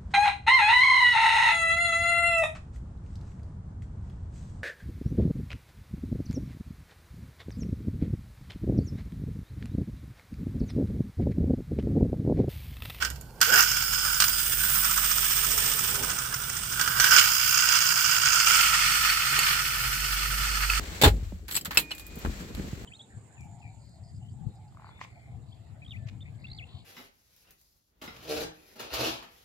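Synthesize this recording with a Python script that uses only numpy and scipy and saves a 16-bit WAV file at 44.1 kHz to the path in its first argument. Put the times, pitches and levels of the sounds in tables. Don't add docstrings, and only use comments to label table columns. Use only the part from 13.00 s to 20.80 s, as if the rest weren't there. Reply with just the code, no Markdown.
import sys
import numpy as np
from scipy import signal
from scipy.fft import rfft, irfft, next_fast_len
from scipy.io import wavfile
from scipy.ndimage import map_coordinates

SR = 44100
rng = np.random.default_rng(int(sys.argv[2]) if len(sys.argv) > 2 else 0)


def persist_wave(psi):
    counts = np.round(np.clip(psi, -1, 1) * 32767).astype(np.int16)
    wavfile.write(sys.argv[1], SR, np.atleast_2d(counts).T)


N = 343891

# (time [s], share of its weight on the floor [0-1], distance [0 near, 1 far])
CAR_PLACE = [(0, 1, 0), (.7, 1, 0), (1.5, 0, 0), (3.6, 0, 0), (4.1, 1, 0), (5.3, 1, 0), (5.9, 1, 1),
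             (7.8, 1, 1)]
# (time [s], gear level [dB], treble level [dB])
WHIRR_LEVELS = [(0.66, -29, -35.5), (1.1, -30, -32), (1.5, -33, -28.5), (1.76, -30.5, -25.5),
                (2, -31, -32.5), (2.65, -30, -33), (3.02, -34.5, -36), (3.36, -39, -36.5), (3.68, -37, -39),
                (4.02, -29, -30), (4.2, -27.5, -30), (4.32, -27, -29.5), (4.6, -23.5, -31),
                (4.85, -25.5, -31), (5.25, -26.5, -34.5), (5.53, -22, -32.5), (5.73, -27.5, -38),
                (6.2, -32.5, -40.5), (6.95, -35.5, -39.5), (7.44, -35.5, -43), (7.8, -34.5, -44)]
# (time [s], level [dB])
AXLE_CATCHES = [(0.627, -10), (0.7158, -15), (.768, -18), (.824, -19), (.881, -20), (.935, -15.5),
                (.986, -19), (1.05, -19), (1.1443, -19), (1.2815, -15), (1.7569, -19), (1.8456, -19.5),
                (1.911, -16), (1.9759, -18), (2.1141, -14.5), (2.1824, -19), (2.5166, -19), (2.578, -19.5),
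                (2.6598, -20), (2.7911, -19), (2.9542, -19), (3.0339, -22), (3.1014, -19), (3.187, -21),
                (3.3413, -16), (3.4984, -21), (3.5677, -22), (3.7234, -21)]
# (time [s], level [dB], extra for its ring [dB], extra for its snap [dB])
CAR_JOLTS = [(0.024, -17.5, 8.5, -29), (0.049, -14.5, 2, -34), (0.102, -28, -6, -6), (0.159, -38, -8, -8),
             (0.211, -45, -9, 6), (0.405, -28, -1, -13), (0.414, -6, -3, -10), (0.429, -10, 0, -14),
             (.466, -24, 1, -4), (0.54, -11.5, 2, -6), (1.202, -5, -14, -28), (1.207, -14, -7, -25),
             (1.222, -8.5, -11, -26), (1.24, -9, -7, -24), (3.796, -15, 6, -22), (3.812, -10, -1, -18),
             (3.876, -15, 9, -24), (3.999, -6, 7.5, -27), (4.042, -7, 5, -22), (4.212, -12, 0, -21),
             (5.862, -19, -8, -26), (6.099, -12, -9, -30), (6.22, -18.5, 1, -17), (6.326, -18.5, 5, -11),
             (6.39, -12.5, -12, -6), (6.432, -16.5, 1, -16), (7.633, -21, 9, -21), (7.699, -12, -12, -40),
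             (7.734, -19, 4, -28)]


def amp(db):
    return 10 ** (np.asarray(db) / 20)


def unit(x):
    return x / np.sqrt(np.mean(np.atleast_2d(x).mean(0) ** 2) + 1e-20)


def curves(rows):
    s, *columns = np.transpose(rows)
    return [np.interp(np.arange(N) / SR, s, column) for column in columns]


def wobble(rate):
    points = rng.standard_normal(int(N * rate / SR) + 4)
    return map_coordinates(points, [np.arange(N) * rate / SR], order=2)


def swells(rows):
    s, rise_s, fall_s = np.transpose(rows)[:3, :, None]
    t = np.arange(N) / SR - s
    return np.exp(-np.maximum(-t / rise_s, t / fall_s))


def coloured(x, colour, size=2048):
    hz, db = np.transpose(colour)
    gain = amp(np.interp(np.log(np.fft.rfftfreq(size, 1 / SR) + 1), np.log(hz), db))
    cepstrum = irfft(np.log(np.maximum(gain, 1e-4)))
    cepstrum[1:size // 2] *= 2
    cepstrum[size // 2 + 1:] = 0
    ring = irfft(np.exp(rfft(cepstrum)))
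    return signal.oaconvolve(x, ring[None] / np.linalg.norm(ring), axes=1)[:, :N]


def noise(colour, side_db):
    mid, side = coloured(rng.standard_normal((2, N)), colour, size=8192)
    return unit(np.array([mid + amp(side_db) * side, mid - amp(side_db) * side]))


def panned(x, left_db):
    left = amp(left_db)
    return x * np.array([[left], [1]]) * 2 / (1 + left)


def glides(rows, flutter):
    out, waver = np.zeros(N), 1 + flutter * wobble(40)
    for start, length, first_hz, last_hz, db in rows:
        span = np.arange(round(start * SR), min(N, round((start + length) * SR)))
        u = np.linspace(0, 1, len(span))
        hz = (first_hz + u * (last_hz - first_hz)) * waver[span]
        out[span] += amp(db) * np.sqrt(8 * u * (1 - u)) * np.sin(2 * np.pi * np.cumsum(hz) / SR)
    return out


def contacts(at, sizes, chatter_t60, chatter_db, room_db, early_t60=.04, early_db=-3, spots=5):
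    t = np.arange(SR // 5) / SR
    spot = rng.integers(spots, size=len(at))
    out = np.zeros((2, N))
    def dying(t60, channels=2):
        burst = rng.standard_normal((channels, len(t))) * amp(-60 * t / t60)
        return burst / np.linalg.norm(burst, axis=1, keepdims=True)
    for k in range(spots):
        direct = (t == 0) + amp(chatter_db) * dying(chatter_t60, channels=1)
        echoes = amp(early_db) * dying(early_t60) + amp(room_db) * dying(t60=.22)
        blows = np.bincount(np.clip(at, 0, N - 1), sizes * (spot == k), N)
        out += signal.oaconvolve(blows[None], direct / np.linalg.norm(direct) + echoes, axes=1)[:, :N]
    return out


def slips(s, strength, spread_s=.003, count=20):
    offset, scatter = rng.standard_normal((len(s), 2, count)).swapaxes(0, 1)
    offset[:, 0] = 0
    sizes = strength[:, None] * amp(2.5 + 1.1 * scatter) * np.exp(-1.15 * np.abs(offset))
    at = np.round((s[:, None] + .001 + spread_s * offset) * SR).astype(int)
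    return contacts(at.ravel(), sizes.ravel(), chatter_t60=.02, chatter_db=-9, room_db=-3,
                    early_t60=.025, early_db=3)


def passes(turns):
    return np.flatnonzero(np.diff(np.floor(turns)) > 0)


def room():
    # (time [s], pitch [Hz])
    hum_pitch = [(0, 69.2), (.25, 62), (.6, 50), (1, 48.6), (2.5, 47.3), (4.5, 48.96), (7, 48.1), (7.8, 50)]
    # (time [s], level [dB])
    hum_level = [(0, -41), (.15, -42), (.25, -54), (1, -45.5), (2.5, -45), (2.8, -51.5), (5.3, -59),
                 (5.55, -49.5), (6.7, -47), (6.85, -39), (7.6, -34.5), (7.8, -31)]
    rumble_level = [(0, -46.5), (.5, -47), (1, -46.5), (2.2, -47.5), (2.95, -42.5), (3.3, -45), (4, -42.5),
                    (4.3, -49), (5.6, -46.5), (7.8, -46)]
    # (frequency [Hz], level [dB])
    rumble_colour = [(20, -21), (45, -2.5), (65, -6), (90, 0.5), (105, -6), (125, 2.5), (180, -9),
                     (250, -15.5), (500, -27), (2000, -42), (15000, -39)]
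    # (start [s], length [s], first pitch [Hz], last pitch [Hz], level [dB])
    drones = [(1.55, 0.75, 192, 184.5, -52), (6.1, 0.94, 144, 144, -49.5), (6.75, 0.36, 121.9, 135.6, -45)]
    hz = curves(hum_pitch)[0] + 1.9 * wobble(26)
    hum_db = curves(hum_level)[0] + 1.9 + 1.9 * wobble(24)
    hum = np.sqrt(2) * np.sin(2 * np.pi * np.cumsum(hz) / SR) * amp(hum_db)
    rumble = noise(rumble_colour, side_db=-26) * amp(curves(rumble_level)[0] + .96 * wobble(23))
    return panned(hum, left_db=-4.5) + panned(rumble, left_db=-1) + glides(drones, flutter=.0065)


def shaken(settle_s=.028, far_db=-5):
    s, db = np.transpose(CAR_JOLTS)[:2]
    at = np.round(s * SR).astype(int)
    energy = np.bincount(at, amp(db + far_db * curves(CAR_PLACE)[1][at]) ** 2, N)
    return np.sqrt(signal.lfilter([1], [1, -np.exp(-2 / (settle_s * SR))], energy))


def rubbing(roll_db=-57, thud_db=-43):
    # (frequency [Hz], level [dB])
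    rub_colour = [(120, -18), (220, -1), (320, -6), (440, 2), (620, -4), (900, -0.5), (1500, -23.5)]
    # (time [s], rise [s], fall [s], level [dB])
    scuffs = [(.02, 0.034, 0.16, -52), (.55, 0.06, 0.036, -35), (2.62, 0.21, 0.29, -45.5),
              (3.02, 0.089, 0.17, -44.5), (4.15, 0.089, 0.057, -45), (5.58, 0.062, 0.043, -50)]
    # (start [s], length [s], first pitch [Hz], last pitch [Hz], level [dB])
    squeaks = [(.475, 0.035, 443, 540, -40), (.545, 0.058, 620, 820, -43), (2.35, 0.58, 438, 433, -57.5),
               (2.92, 0.12, 407, 380, -49.5)]
    scuff_power = amp(np.transpose(scuffs)[3]) ** 2 @ swells(scuffs) ** 2
    gain = np.sqrt(amp(roll_db) ** 2 + scuff_power + (amp(thud_db) * shaken()) ** 2)
    rub = noise(rub_colour, side_db=-10) * gain * amp(1.5 * wobble(30))
    return rub + glides(squeaks, flutter=.017)


def ball_bump():
    # (time [s], level [dB])
    hit = (6.386, -16.5)
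    # (frequency [Hz], level [dB])
    ball_colour = [(80, -12), (200, -1), (400, -4), (750, -2), (1000, 3), (1800, -8), (3500, -1),
                   (8000, -19)]
    s, db = hit
    blow = contacts([round(s * SR)], amp([db + 11]), chatter_t60=.024, chatter_db=26, room_db=-2, spots=1)
    return coloured(blow, ball_colour)


def far_clacks(at, sizes, detune):
    # (pitch [Hz], level [dB], time to fade by 60 dB [s])
    shell_notes = [(1400, -9, .025), (2170, -2, 0.02), (2600, 0.5, 0.021), (2930, -5, .018),
                   (4480, -2, 0.02), (6620, -17, 0.012)]
    hz, db, t60 = np.transpose(shell_notes)[:, :, None]
    attack_s, scatter_db, echo_db, echo_t60 = .0009, 2, -23, .035
    t = np.arange(SR // 20) / SR
    out = np.zeros((2, N + len(t)))
    for start, size in zip(at, sizes):
        pitch, level = rng.standard_normal((2, len(hz), 1))
        fade = amp(db + scatter_db * level - 60 * t / t60)
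        notes = fade * np.sin(2 * np.pi * hz * (1 + detune * pitch) * t)
        clack = notes.sum(0) * (1 - np.exp(-t / attack_s))
        clack *= size / np.abs(clack).max()
        path = (t == 0) + amp(echo_db - 60 * t / echo_t60) * rng.standard_normal((2, len(t)))
        out[:, start:start + len(t)] += signal.fftconvolve(path, clack[None], axes=1)[:, :len(t)]
    return out[:, :N]


def shell_jiggle(clacks_per_s=90, over_whirr_db=4.5, scatter_db=2):
    at = np.flatnonzero(rng.random(N) < clacks_per_s * curves(CAR_PLACE)[1] / SR)
    scatter = np.clip(rng.standard_normal(len(at)), -2, 2)
    db = curves(WHIRR_LEVELS)[0][at] + over_whirr_db + scatter_db * scatter
    return far_clacks(at, amp(db), detune=.012)


def jolts():
    # (frequency [Hz], level [dB])
    clack_colour = [(100, -32), (400, -23), (800, -14.5), (1150, 7), (1480, 14.5), (2000, -1), (2850, 2.5),
                    (3700, 2), (5000, 9.5), (6500, 5.5), (9000, 0.5), (12000, -36)]
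    ring_colour = [(700, -30), (1250, -24), (1450, -6), (1550, 1.5), (1700, -15), (2100, -23), (4000, -60)]
    snap_colour = [(3000, -52), (7000, 4.5), (9000, -8), (10500, -4.5), (13500, 1.5), (15500, -34)]
    s, db, ring_db, snap_db = np.transpose(CAR_JOLTS)
    at = np.round(s * SR).astype(int)
    away = curves(CAR_PLACE)[1]
    clack = contacts(at, amp(db + 10), chatter_t60=.03, chatter_db=26, room_db=-6,
                     early_t60=.03, early_db=0)
    ring = contacts(at, amp(db + ring_db + 7.5), chatter_t60=.025, chatter_db=10, room_db=-7, early_db=-5)
    snap = contacts(at, amp(db + snap_db + 16.5), chatter_t60=.012, chatter_db=4, room_db=-2, early_db=3)
    near = coloured(clack * (1 - away), clack_colour)
    far = far_clacks(at, amp(db) * away[at], detune=.015)
    return near + far + coloured(ring, ring_colour) + coloured(snap, snap_colour)


def wheel_turns(turns, gear_ratio=7.5):
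    count = turns / gear_ratio
    at = np.round(np.transpose(AXLE_CATCHES)[0] * SR).astype(int)
    spot = np.unwrap(2 * np.pi * (count[at] % 1)) / (2 * np.pi)
    return count - np.interp(np.arange(N), at, spot)


def axle_ticks(turns, graze_db=8, scatter_db=1):
    # (frequency [Hz], level [dB])
    tick_colour = [(500, -26), (1400, -2.5), (2200, -10), (4000, -23), (5200, -2), (6200, -2.5),
                   (7300, -3.5), (9000, -33), (15000, -8)]
    catch_s, catch_db = np.transpose(AXLE_CATCHES)
    at = passes(wheel_turns(turns))
    lifted = 1 - curves(CAR_PLACE)[0][at]
    db = curves(WHIRR_LEVELS)[0][at] + graze_db + scatter_db * rng.standard_normal(len(at))
    ticks = slips(np.r_[catch_s, at / SR], np.r_[amp(catch_db), lifted * amp(db)])
    return coloured(ticks, tick_colour) * amp(2)


def running_db(stall_s=.055, start_s=.412):
    feeble_db, fall_db_per_s, rest_db = -15, 150, -35
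    t = np.arange(N) / SR
    dying_db = np.maximum(feeble_db - fall_db_per_s * np.maximum(t - stall_s, 0), rest_db)
    return np.where(t < start_s, dying_db, 0)


def cog_knocks(turns, knock_db=8.5, scatter_db=1.4, body_db=-3):
    # (time [s], level [dB])
    jumps = [(0.5582, -13), (0.585, -14), (0.606, -11), (4.1104, -11), (4.1188, -15), (4.1384, -13),
             (4.1624, -7.5), (4.17, -11), (4.1844, -9), (4.194, -11), (4.5455, -13), (4.5756, -12.5),
             (4.7243, -13), (4.767, -15), (4.814, -16), (4.8654, -15), (5.049, -15), (5.1179, -14.5),
             (5.257, -14.5), (5.3309, -12.5), (5.4011, -12.5), (5.4701, -12), (5.5464, -13)]
    # (frequency [Hz], level [dB])
    click_colour = [(2500, -30.5), (3900, -17), (4950, 7.5), (5900, 1.5), (6900, 5), (8000, -6.5),
                    (9000, -7), (12000, -43)]
    body_colour = [(500, -50.5), (1000, -10), (1470, 5), (1950, -16.5), (2350, -5.5), (2800, 2),
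                   (3400, -30.5), (4500, -37.5)]
    grounded, away = curves(CAR_PLACE)
    at = passes(turns / 2)
    load = grounded[at] ** 10 * (1 - .7 * away[at])
    whirr_db = curves(WHIRR_LEVELS)[0] + running_db()
    db = whirr_db[at] + knock_db + scatter_db * rng.standard_normal(len(at))
    jump_s, jump_db = np.transpose(jumps)
    s, strength = np.r_[jump_s, at / SR], np.r_[amp(jump_db), load * amp(db)]
    click, body = slips(s, strength), slips(s, strength)
    return coloured(click, click_colour) + amp(body_db) * coloured(body, body_colour)


def placed(x, held, near, far):
    grounded, away = curves(CAR_PLACE)
    shares = 1 - grounded, grounded * (1 - away), grounded * away
    return sum(share * unit(coloured(x, colour)) for share, colour in zip(shares, (held, near, far)))


def part_gain(level_db, response, push):
    held_db, near_db, far_db, push_db, jolt_db = response
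    grounded, away = curves(CAR_PLACE)
    place_db = (1 - grounded) * held_db + grounded * ((1 - away) * near_db + away * far_db)
    return np.hypot(amp(level_db + running_db() + place_db + push_db * push), amp(jolt_db) * shaken())


def resonance(blows, track, width_hz):
    hz, db = curves(track)
    spin = np.exp(2j * np.pi * np.cumsum(hz) / SR)
    band = signal.butter(2, width_hz / 2, fs=SR)
    return unit((signal.lfilter(*band, blows / spin) * spin).real) * amp(db + running_db())


def ringing(clatter):
    # (time [s], pitch [Hz], level [dB])
    whine = [(.42, 4500, -35), (.5, 5000, -44), (.62, 5750, -31), (.68, 5350, -41), (.95, 5270, -39),
             (1.15, 5200, -44), (1.33, 5080, -37), (1.45, 5050, -46), (1.6, 5200, -52), (3.99, 6000, -62),
             (4.002, 6050, -25), (4.05, 5900, -39), (4.17, 5000, -30), (4.24, 5000, -45), (4.6, 4960, -42),
             (5.4, 4880, -41), (5.8, 4550, -45), (5.9, 4500, -38), (6.08, 4500, -38), (6.2, 4480, -46),
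             (7.3, 4480, -50), (7.55, 4490, -41)]
    sizzle = [(.45, 13800, -38), (.6, 13500, -33), (.7, 13900, -44), (1.251, 13800, -48), (1.6, 13700, -33),
              (2.4, 14500, -30.5), (2.9, 13730, -34.5), (3.202, 14150, -54), (4.2, 13310, -42),
              (5.3, 13800, -53), (6.1, 14290, -41), (6.8, 13400, -52)]
    hollow_note = [(.42, 1490, -29), (.47, 1490, -31.5), (.585, 1523, -19.5), (.67, 1460, -38),
                   (1.149, 1475, -36.5), (1.42, 1460, -45), (1.65, 1500, -36.5), (2.3, 1340, -55),
                   (3.151, 1484, -43.5), (3.68, 1410, -48.5), (3.8, 1500, -35), (3.97, 1560, -38),
                   (4.01, 1550, -35), (4.08, 1550, -31), (4.135, 1480, -18), (4.29, 1397, -41.5),
                   (4.661, 1460, -32.5), (5.01, 1490, -37), (5.52, 1402, -27), (5.7, 1362, -32),
                   (6.3, 1382, -38.5), (6.8, 1430, -38), (7.8, 1426, -44.5)]
    high = resonance(clatter, whine, width_hz=360) + resonance(clatter, sizzle, width_hz=1400)
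    return high + resonance(clatter + clatter.mean(0), hollow_note, width_hz=177)


def teeth_fizz(turns, scrape_s=.0003):
    # (frequency [Hz], level [dB])
    held = [(5760, -29), (9800, -2), (10700, -3), (11300, -3.5), (12500, -4), (13700, -1), (14500, 0),
            (15200, 12.5), (15500, 6), (16000, 1.5)]
    near = [(5760, -32), (9800, 2), (11000, -1.5), (11700, 5), (12800, 1), (14200, 8), (14900, 10),
            (15300, 13), (16000, 4)]
    far = [(5760, -38), (9800, -6), (10400, -4.5), (11300, 2.5), (12050, -5), (13000, -1), (14200, 1.5),
           (15400, 3.5), (16000, -6)]
    first, second = passes(8 * turns), passes(9 * turns)
    at = np.r_[first, second]
    gear_db = np.r_[np.zeros(len(first)), np.full(len(second), -4)]
    lean_db = 2.2 * np.sin(2 * np.pi * turns[at])
    press = np.bincount(at, amp(gear_db + lean_db + 3 * rng.standard_normal(len(at))), N)
    scrape = signal.lfilter([1], [1, -np.exp(-1 / (scrape_s * SR))], press) * rng.standard_normal(N)
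    echoes = contacts(np.arange(N), scrape, chatter_t60=.009, chatter_db=6, room_db=12, early_db=37)
    direct = .75 - .45 * curves(CAR_PLACE)[0]
    return placed(unit(echoes) * np.sqrt(1 - direct ** 2) + unit(scrape) * direct, held, near, far)


def loose_gears(turns, lifted, knocks_per_s=1700):
    at = np.flatnonzero(rng.random(N) < knocks_per_s / SR)
    wheel_db = (.56 + .66 * lifted) * np.cos(2 * np.pi * wheel_turns(turns))
    load_db = 2.1 * np.sin(np.pi * turns) + wheel_db + (1.9 - .6 * lifted) * wobble(90)
    scatter_db = (2.5 - 1.4 * lifted[at]) * np.clip(rng.standard_normal(len(at)), -2, 2)
    sizes = amp(load_db[at] + scatter_db)
    rattle = contacts(at, sizes, chatter_t60=.028, chatter_db=6, room_db=5, early_t60=.061, early_db=10)
    roomy = contacts(at, sizes, chatter_t60=.009, chatter_db=-3, room_db=28,
                     early_t60=.069, early_db=16.5)
    close = contacts(at, sizes, chatter_t60=.006, chatter_db=5, room_db=2, early_t60=.02, early_db=3)
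    clatter = np.sqrt(1 - lifted) * unit(roomy) + np.sqrt(lifted) * unit(close)
    return rattle, clatter


def gearbox(turns):
    # (frequency [Hz], level [dB])
    hollow_held = [(350, -51), (600, -17), (745, -17), (1160, 0), (1300, 5), (1490, 6.5), (1680, -1),
                   (1900, -4), (2470, -34), (4180, -120)]
    hollow_near = [(350, -51), (600, -19.5), (717, -26.5), (891, -11.5), (1100, -9), (1350, 0), (1510, -1),
                   (1630, -11), (1780, -13), (1900, -1.5), (2470, -51), (4180, -120)]
    hollow_far = [(350, -59), (600, -28), (700, -29), (914, -11.5), (1060, -16), (1260, 2), (1440, 0),
                  (1610, -9), (1800, -0.5), (2280, -25), (3850, -120)]
    shell_held = [(1030, -16.5), (1750, 7), (2050, -2), (2500, 2.5), (2900, 5), (3550, 2.5), (4250, -3.5),
                  (5590, -1.5), (9460, -120)]
    shell_near = [(1030, -43), (1750, -21), (2050, -9.5), (2300, -5), (2500, -11.5), (2750, -3),
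                  (3150, -4.5), (3450, -10.5), (3750, -14), (4300, -13.5), (5590, -11), (9460, -120)]
    shell_far = [(1000, -31.5), (1700, -8), (1850, 0), (1980, -4.5), (2150, 3.5), (2370, 3.5), (2560, 6),
                 (2760, 4), (2950, 6.5), (3300, 2), (3700, -2), (4180, -3.5), (4300, 7), (5590, -42),
                 (9460, -120)]
    case_held = [(2290, -28), (3900, -34), (4330, -6), (5220, 4), (5860, 4), (7410, 3), (8050, 8),
                 (8890, 6), (9290, 8.5), (9830, -44), (11000, -13), (14300, -39), (22000, -120)]
    case_near = [(2290, -36), (3900, -30), (4090, -7), (4780, 6), (5080, 10.5), (5760, 0), (6940, 6),
                 (7510, 0.5), (8700, 4), (9330, -9.5), (11000, -25), (14300, -54), (22000, -120)]
    case_far = [(2290, -20), (3900, -3), (4480, -13.5), (4760, 9.5), (5170, 7), (7190, 2), (8700, 5.5),
                (9870, -10), (11000, -22), (14300, -58), (22000, -120)]
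    # (in the hand [dB], nearby [dB], far off [dB], full push [dB], jolt [dB])
    hollow_response = (1.5, -3.5, -3.5, 16.5, -23.5)
    shell_response = (-4.5, -8, -2, 13, -20.5)
    case_response = (-1, -6.5, -2, 8, -24.5)
    teeth_response = (-0.5, -0.5, 3, 7.5, -18.5)
    # (time [s], level [dB])
    hollow_level = [(0.7, -41), (1.1, -38), (1.42, -45.5), (1.58, -48), (1.78, -35), (2.1, -41), (3.2, -43),
                    (3.65, -45), (3.82, -42.5), (3.96, -32.5), (4.35, -35), (4.65, -32), (5.15, -36.5),
                    (5.55, -32.5), (5.92, -30.5), (6.9, -36.5), (7.38, -34.5), (7.64, -31), (7.8, -31)]
    # (time [s], rise [s], fall [s], forward effort [1 = full], pressure on the shell [1 = full])
    pushes = [(.05, 0.3, 0.015, 1.2, 0.84), (0.592, 0.054, 0.068, 1.38, 0.82),
              (3.83, 0.069, 0.067, 0.3, 0.14), (4.14, 0.048, 0.051, 0.68, 0.99),
              (4.195, 0.034, 0.031, 0.37, 1), (5.559, 0.29, 0.36, 0.28, 0.19),
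              (6.52, 0.1, 0.054, 0.51, 0.4)]
    effort, pressure = np.transpose(pushes)[3:] @ swells(pushes)
    whirr_db, treble_db = curves(WHIRR_LEVELS)
    lifted = 1 - curves(CAR_PLACE)[0]
    surge_db = .93 * (1 - lifted) * wobble(14)
    rattle, clatter = loose_gears(turns, lifted)
    throb_db = (.44 + 1.9 * lifted) * np.cos(2 * np.pi * wheel_turns(turns)) + 1.36 * wobble(45)
    hollow = placed(rattle, hollow_held, hollow_near, hollow_far)
    hollow *= part_gain(curves(hollow_level)[0] + throb_db + surge_db, hollow_response, effort)
    shell = placed(rattle, shell_held, shell_near, shell_far)
    shell *= part_gain(whirr_db + surge_db, shell_response, pressure)
    case = placed(clatter, case_held, case_near, case_far) * part_gain(whirr_db, case_response, pressure)
    fizz = teeth_fizz(turns) * part_gain(treble_db + wobble(14), teeth_response, effort)
    return hollow + shell + case + fizz + ringing(clatter) + cog_knocks(turns)


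def microphones(car):
    # (frequency [Hz], left minus right [dB])
    near_balance = [(60, 0), (110, -1), (200, 0), (380, -6), (700, -2.5), (1290, -12), (2380, -1),
                    (4400, -7), (8120, -8), (15000, -9)]
    far_balance = [(60, -2.5), (150, 2), (380, -2), (950, -9), (2380, -1.5), (5980, -6), (15000, -1.5)]
    size = next_fast_len(N + SR // 4)
    spectrum, log_hz = rfft(car, size), np.log(np.fft.rfftfreq(size, 1 / SR) + 1)
    away = curves(CAR_PLACE)[1]
    out = np.zeros((2, N))
    for share, balance in ((1 - away, near_balance), (away, far_balance)):
        hz, db = np.transpose(balance)
        left = amp(np.interp(log_hz, np.log(hz), db))
        gains = np.array([left, np.ones_like(left)]) * 2 / (1 + left)
        out += share * irfft(spectrum * gains, size)[:, :N]
    return out


def scene():
    # (time [s], speed [turns a second])
    flywheel_speed = [(0, 40), (.4, 38), (.62, 148), (1, 120), (1.5, 118), (2, 125), (2.5, 101), (3, 120),
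                      (3.9, 91), (4.22, 130), (4.85, 118), (5.4, 113), (6.4, 94), (7.8, 92)]
    turns = np.cumsum(curves(flywheel_speed)[0]) / SR
    car = gearbox(turns) + axle_ticks(turns) + jolts() + shell_jiggle() + ball_bump() + rubbing()
    return microphones(car) + room()


def record(dry):
    ceiling, top_hz = .9, 15480
    rounded = dry / (1 + (dry / ceiling) ** 6) ** (1 / 6)
    size = next_fast_len(N + SR // 2)
    hz = np.fft.rfftfreq(size, 1 / SR)
    treble_cut = amp(-np.clip((hz - top_hz) / 8, 0, 120))
    return irfft(rfft(rounded, size) * treble_cut, size)[:, :N]


dry = scene()
out = record(dry)
persist_wave(out)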